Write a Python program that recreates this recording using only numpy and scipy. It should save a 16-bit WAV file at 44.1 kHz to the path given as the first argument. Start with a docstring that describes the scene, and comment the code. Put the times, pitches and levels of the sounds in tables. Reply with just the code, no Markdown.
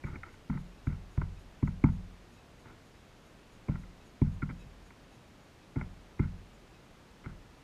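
"""On a snowy feeding board that also carries the camera, jays peck at seed.
Each peck stabs the crust, thumps the board, rummages and grabs a kernel; feet shift, claws scuff, seeds click.
Pushes ring the board's low modes; clusters of noisy cracks, shaped by the camera housing, make the husks crunch.
Behind them lie shaped noise for winter air, wavering tones for far birds
and resonant noise for the faint, pulsing fizz of the camera's electronics."""
import sys
import numpy as np
from scipy import signal
from scipy.fft import rfft, irfft, next_fast_len
from scipy.io import wavfile
from scipy.ndimage import uniform_filter1d

SR = 44100
rng = np.random.default_rng(int(sys.argv[2]) if len(sys.argv) > 2 else 0)


def output_pcm(signal):
    """Save a mono or channel-first signal as 16-bit PCM at the path in sys.argv[1].

    Samples are clipped to [-1, 1] before scaling.
    """
    pcm = np.clip(np.atleast_2d(signal).T, -1, 1) * 32767
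    wavfile.write(sys.argv[1], SR, np.round(pcm).astype(np.int16))


N = 336483  # length in samples


def amp(db):
    """Decibels to gain."""
    return 10 ** (np.asarray(db) / 20)


def unit(x):
    """Scale to rms 1."""
    return x / np.sqrt(np.mean(x ** 2) + 1e-20)


def bell(t, width):
    """A smooth Gaussian bump of height 1 around t = 0; width is its standard deviation."""
    return np.exp(-.5 * (t / width) ** 2)


def along(points, hz):
    """Read a curve of (Hz, value) points on a log frequency axis."""
    f, v = np.transpose(points)
    return np.interp(np.log(hz + 1), np.log(f + 1), v)


def filtered(x, response):
    """Shape x by a complex response of frequency."""
    m = next_fast_len(2 * len(x))
    spectrum = rfft(x, m) * response(np.fft.rfftfreq(m, 1 / SR))
    return irfft(spectrum, m)[:len(x)]


def resonances(modes, f):
    """Causal response of (Hz, width in Hz, dB) resonances of alternating sign."""
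    total = 0
    for k, (center, width, db) in enumerate(modes):
        damping = 1j * f * width
        total = total + (-1) ** k * amp(db) * damping / (center * center - f * f + damping)
    return total


def add(track, sound, s):
    """Mix a sound into the track from s seconds on."""
    start = round(s * SR)
    part = sound[max(-start, 0):N - start]
    track[max(start, 0):][:len(part)] += part


# The colour of the air and hiss. Each row: frequency in Hz, relative level in dB.
AIR_COLOUR = [(12, -34), (20, -2.5), (32, -1.5), (82, -4), (108, -4), (222, -7), (309, -9), (365, -10),
              (443, -12), (670, -14.5), (2260, -22), (2600, -22.5), (5480, -30), (6650, -32.5),
              (14800, -45.5)]
AIR_DB = -56.5  # rms level


def winter_air():
    """Steady noise with most of its weight in the lows: an even, far hush with microphone hiss."""
    noise = rng.standard_normal(N)
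    return amp(AIR_DB) * unit(filtered(noise, lambda f: amp(along(AIR_COLOUR, f))))


# Spells in which the fizz pulses. Each row: start in seconds, end in seconds.
FIZZ_SPELLS = [(.07, 2.0), (2.34, 2.95), (3.27, 5.2)]
# Resonances that colour the fizz. Each row: frequency in Hz, width in Hz, relative level in dB.
FIZZ_RESONANCES = [(3800, 130, 1), (6700, 340, 0.5), (9600, 380, -5.5), (11500, 320, -8.5)]


def electronics(pulse_db=-76.0, steady_db=-85):
    """Resonant noise fizzes faintly throughout and swells at an even beat during the spells."""
    period, width = .267, .017  # seconds
    t = np.arange(N) / SR
    beats = np.concatenate([np.arange(start, stop, period) for start, stop in FIZZ_SPELLS])
    swell = sum(bell(t - s, width) for s in beats)
    fizz = unit(filtered(rng.standard_normal(N), lambda f: resonances(FIZZ_RESONANCES, f)))
    return (amp(steady_db) + amp(pulse_db) * swell) * fizz


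# One bird's short nasal note, repeated. Each row: centre in seconds, level in dB before the overtone mix.
FAR_NOTES = [(0.792, -74), (1.381, -73), (2.39, -72), (2.97, -76), (4.02, -74), (4.62, -69.5), (5.13, -73),
             (5.64, -75), (6.76, -72)]
# The note's overtones. Each row: multiple of the pitch, relative level in dB.
NOTE_OVERTONES = [(1, -1), (2, 5), (3, 1), (4, -6)]
# A small bird's thin whistles. Each row: centre in seconds, pitch in Hz, level in dB, half-length in seconds.
CHIRPS = [(5.42, 6850, -77, 0.023), (6.55, 6900, -73, 0.012)]


def far_birds(pitch_hz=1290, note_length=0.015):
    """Nasal notes built of overtones and thin sine whistles swell and fade softly, far off."""
    t = np.arange(N) / SR
    waver = .014  # rms share of the pitch
    drift = waver * unit(uniform_filter1d(rng.standard_normal(N), size=200))
    clock = t + np.cumsum(drift) / SR  # uneven time makes the pitch waver

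    def tone(hz):
        """A sine on the uneven clock, so that its pitch wavers."""
        return np.sin(2 * np.pi * hz * clock)

    voice = sum(amp(db) * tone(round(k) * pitch_hz) for k, db in NOTE_OVERTONES)
    notes = voice * sum(amp(db) * bell(t - s, note_length) for s, db in FAR_NOTES)
    whistles = sum(amp(db) * bell(t - s, width) * tone(hz) for s, hz, db, width in CHIRPS)
    return notes + whistles


# A peck: the beak stabs through the crust, bottoms out on the board, rummages in the seed, grabs a kernel.
# Each row: start in seconds, stab in dB, stab rise in seconds, brightness in dB per octave,
# ring near 1.4 kHz in dB, surface knock in dB, push on the crust in dB, thump on the board in dB,
# softness (half-width of the push) in seconds, rummage in dB, delay of the grab in seconds, grab in dB.
# Stab, rummage, grab and knock are levels before the trims in seeds().
PECKS = [(0.0365, -46.5, .003, 8.5, -5, -49, -43, -27, 0.0013, -52, .1195, -46),
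         (0.4957, -44.5, 0.0028, -1, -0.5, -66, -25.5, -27, 0.00094, -55, .0765, -48),
         (0.868, -44.5, 0.0016, 1.5, 1, -52, -33, -21.5, 0.0011, -57.5, 0.058, -54),
         (1.175, -45.5, 0.0009, -5.5, -4, -43.5, -38, -18, 0.0015, -67, .039, -39),
         (1.624, -46.5, 0.0024, -3, -1, -41.5, -58, -18.5, 0.001, -69, .049, -42.5),
         (1.8388, -29.5, 0.00045, -6, 2, -39.5, -44, -16, 0.0006, -59.5, .047, -48),
         (2.652, -57, 0.0038, 1, 3, -62, -64, -50, 0.0012, -60.5, 0.017, -61),
         (3.682, -47.5, 0.0033, 0, 3, -42, -37, -22, 0.001, -59, 0.072, -47.5),
         (4.215, -44, 0.0013, -4, -12, -34, -43, -17, 0.00095, -64, 0.052, -61),
         (4.419, -39, 0.0034, 6, 8.5, -51, -46, -27.5, 0.00083, -66, 0.088, -50.5),
         (5.756, -49, 0.0045, -0.5, 0, -39.5, -43, -24, 0.0011, -55.5, 0.054, -40.5),
         (6.192, -42, 0.0025, 3, 0, -37, -44, -18.5, 0.0011, -54, 0.047, -57),
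         (7.2583, -46, 0.0015, 2, 3, -47.5, -41.5, -31.5, 0.00098, -62, 0.014, -59)]
# Feet land or shift on the board. Each row: time in seconds, force in dB, softness in seconds.
STEPS = [(.078, -49.5, 0.00048), (.125, -31, 0.0018), (.552, -33.5, .001), (4.499, -32, 0.0011),
         (4.66, -40, 0.00147), (7.267, -32, 0.0026)]
# The crust gives way, then the beak reaches the board, after so many rise times of the stab.
CRUST_RISES, SINK_RISES = 0.52, 2.23
GRAB_TUG_DB, TUG_SOFTNESS_S = 0, 0.00074  # the grab tugs the board: dB over the grab, seconds


def pushes():
    """All that shakes the board, as (s, force dB, softness s): the crust push, thump and tug, and the feet."""
    rows = list(STEPS)
    for s, _, rise, _, _, _, crust_db, thump_db, softness, _, grab_after, grab_db in PECKS:
        rows.append((s + CRUST_RISES * rise, crust_db, softness))
        rows.append((s + SINK_RISES * rise, thump_db, softness))
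        rows.append((s + grab_after, grab_db + GRAB_TUG_DB, TUG_SOFTNESS_S))
    return rows


# Modes of the board. Each row: frequency in Hz, level in dB before scatter, time to fall 60 dB in seconds,
# direction of swing at the camera (+1 or -1).
BOARD_MODES = [(23.34, -21.5, 0.8, -1), (43.37, -16.5, 0.89, -1), (68.2, -6.5, 0.21, 1),
               (87.16, -11.5, 0.56, 1), (100.9, -15.5, 0.62, 1), (127.5, -9, 0.23, -1),
               (143.3, -1.46, 0.27, -1), (164, -11.5, 0.44, 1), (182.4, -10.5, 0.56, 1),
               (203.6, -4.5, 0.22, -1), (232.9, -6, 0.28, -1), (248.2, 1.3, 0.11, -1), (299.6, -5, 0.1, 1),
               (341, 7.5, 0.018, 1)]


def thumps(scatter_db=-0.87):
    """Each push rings the board's modes; a softer push misses the upper ones."""
    out, t = np.zeros(N), np.arange(SR) / SR
    lead = .01  # seconds from the start of the push to its peak
    hz, level, t60, swing = np.transpose(BOARD_MODES)
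    decay = amp(level[:, None] - 60 * t / t60[:, None])
    modes = np.sign(swing)[:, None] * decay * np.sin(2 * np.pi * hz[:, None] * t)
    for s, db, softness in pushes():
        push = bell(t[t < 2 * lead] - lead, softness)
        # each push weights the modes afresh
        weights = amp(scatter_db * rng.standard_normal(len(BOARD_MODES)))
        ring = weights @ modes
        add(out, amp(db) * signal.fftconvolve(ring, push / push.sum()), s - lead)
    return out


def cracks(rise, grain=0.62, settle_db=-20, settle_time=0.025):
    """A cluster of tiny cracks flares up and dies away; the loosened husks go on rustling briefly."""
    t = np.arange(SR // 5) / SR
    bite = .0004  # seconds; the crust gives way gradually, even under the sharpest stab
    u = t / (rise + bite)
    flare = u * np.exp(1 - u)
    rustle = amp(settle_db) * (1 - np.exp(-u)) * np.exp(-t / settle_time)
    uneven = np.exp(grain * rng.standard_normal(len(t)))  # some cracks are much stronger than others
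    return (flare + rustle) * rng.standard_normal(len(t)) * uneven


# Resonances of the camera mount and housing. Each row: frequency in Hz, width in Hz, relative level in dB.
HOUSING_RESONANCES = [(532, 30, -14), (890, 94, 1), (1048, 137, -3), (1333, 156, -1), (1530, 194, -6),
                      (2114, 380, 3), (2183, 460, 0)]


def housing(f, brightness, ring_db, edge_hz=2450, low_hz=470, airborne_db=-42):
    """Cracks arrive mostly through the housing; little of their treble comes by air."""
    octaves = np.log2(np.clip(f, 850, 2150) / 1400)  # the tilt levels off at both ends
    spot = amp(brightness * octaves + ring_db * bell(octaves, .18))
    wall = 1 / np.sqrt((1 + (f / edge_hz) ** 20) * (1 + (low_hz / (f + 1)) ** 6))
    air = amp(airborne_db) * f / (f + 1000) / np.hypot(1, (f / 4500) ** 2)
    return spot * resonances(HOUSING_RESONANCES, f) * wall + air


# Claws scuff the seed. 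Each row: start in seconds, level in dB before trim, rise in seconds.
SCUFFS = [(.128, -54.5, 0.01), (0.246, -58, 0.018), (4.488, -50, 0.0061), (7.237, -56.5, 0.0081)]
# Loose seeds click without ringing the board's modes.
# Each row: start in seconds, level in dB before trim, brightness in dB per octave.
CLICKS = [(.232, -40.5, 3), (.338, -56, 5), (3.834, -57, 1), (4.9045, -53.5, 8)]
# Brightness is in dB per octave, ring in dB near 1.4 kHz, knock in dB over its own crunch before the trims.
RUMMAGE_AFTER_S, RUMMAGE_RISE_S = .016, 0.019
RUMMAGE_BRIGHTNESS, RUMMAGE_RING_DB, RUMMAGE_KNOCK_DB = 1.7, 4.5, -3.5
GRAB_RISE_S, GRAB_KNOCK_DB = 0.0012, -7.5
GRAB_BRIGHTER, GRAB_RING_DB = 3.4, 3.5  # both over the stab
SCUFF_BRIGHTNESS, SCUFF_RING_DB, SCUFF_KNOCK_DB = 4.5, 3, -5.5
CLICK_RISE_S, CLICK_RING_DB, CLICK_KNOCK_DB = 0.0014, 7, -24


def crunches():
    """All that cracks, as (s, dB, rise s, brightness, ring dB, knock dB): stab, rummage, grab, claws, seeds."""
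    rows = []
    for s, stab_db, rise, brightness, ring_db, knock_db, _, _, _, rummage_db, grab_after, grab_db in PECKS:
        rows.append((s, stab_db, rise, brightness, ring_db, knock_db))
        rows.append((s + RUMMAGE_AFTER_S, rummage_db, RUMMAGE_RISE_S,
                     RUMMAGE_BRIGHTNESS, RUMMAGE_RING_DB, rummage_db + RUMMAGE_KNOCK_DB))
        rows.append((s + grab_after, grab_db, GRAB_RISE_S,
                     brightness + GRAB_BRIGHTER, ring_db + GRAB_RING_DB, grab_db + GRAB_KNOCK_DB))
    for s, db, rise in SCUFFS:
        rows.append((s, db, rise, SCUFF_BRIGHTNESS, SCUFF_RING_DB, db + SCUFF_KNOCK_DB))
    for s, db, brightness in CLICKS:
        rows.append((s, db, CLICK_RISE_S, brightness, CLICK_RING_DB, db + CLICK_KNOCK_DB))
    return rows


# The hollow knock of the board's surface. Each row: frequency in Hz, width in Hz, relative level in dB.
SURFACE_RESONANCES = [(276, 83, 0), (372.5, 91, -1), (581, 47, -10)]


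def seeds(crunch_trim_db=-0.67, knock_trim_db=2, knock_edge_hz=750):
    """Short stabs and longer scrapes crack the seed, each with a light knock on the surface below."""
    out = np.zeros(N)

    def surface(f):
        """The knock's resonances, muffled by snow."""
        return resonances(SURFACE_RESONANCES, f) / (1 + (f / knock_edge_hz) ** 6)

    def held(sound, length):
        """Scale the whole burst to the energy of rms 1 over so many samples."""
        return sound * np.sqrt(length) / np.linalg.norm(sound)

    for s, db, rise, brightness, ring_db, knock_db in crunches():
        length = (3 * rise + .004) * SR
        force = cracks(rise)
        crunch = filtered(force, lambda f: housing(f, brightness, ring_db))
        knock = filtered(force, surface)
        add(out, amp(db + crunch_trim_db) * held(crunch, length), s)
        add(out, amp(knock_db + knock_trim_db) * held(knock, length), s)
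    return out


def scene():
    """Pecking close by, over the quiet of the yard."""
    background = winter_air() + electronics() + far_birds()
    pecking = thumps() + seeds()
    return (background + pecking)[None]


TOP_HZ = 15000


def record(dry):
    """The camera keeps nothing above its band limit."""
    return np.array([filtered(channel, lambda f: f < TOP_HZ) for channel in dry])


dry = scene()
out = record(dry)
output_pcm(out)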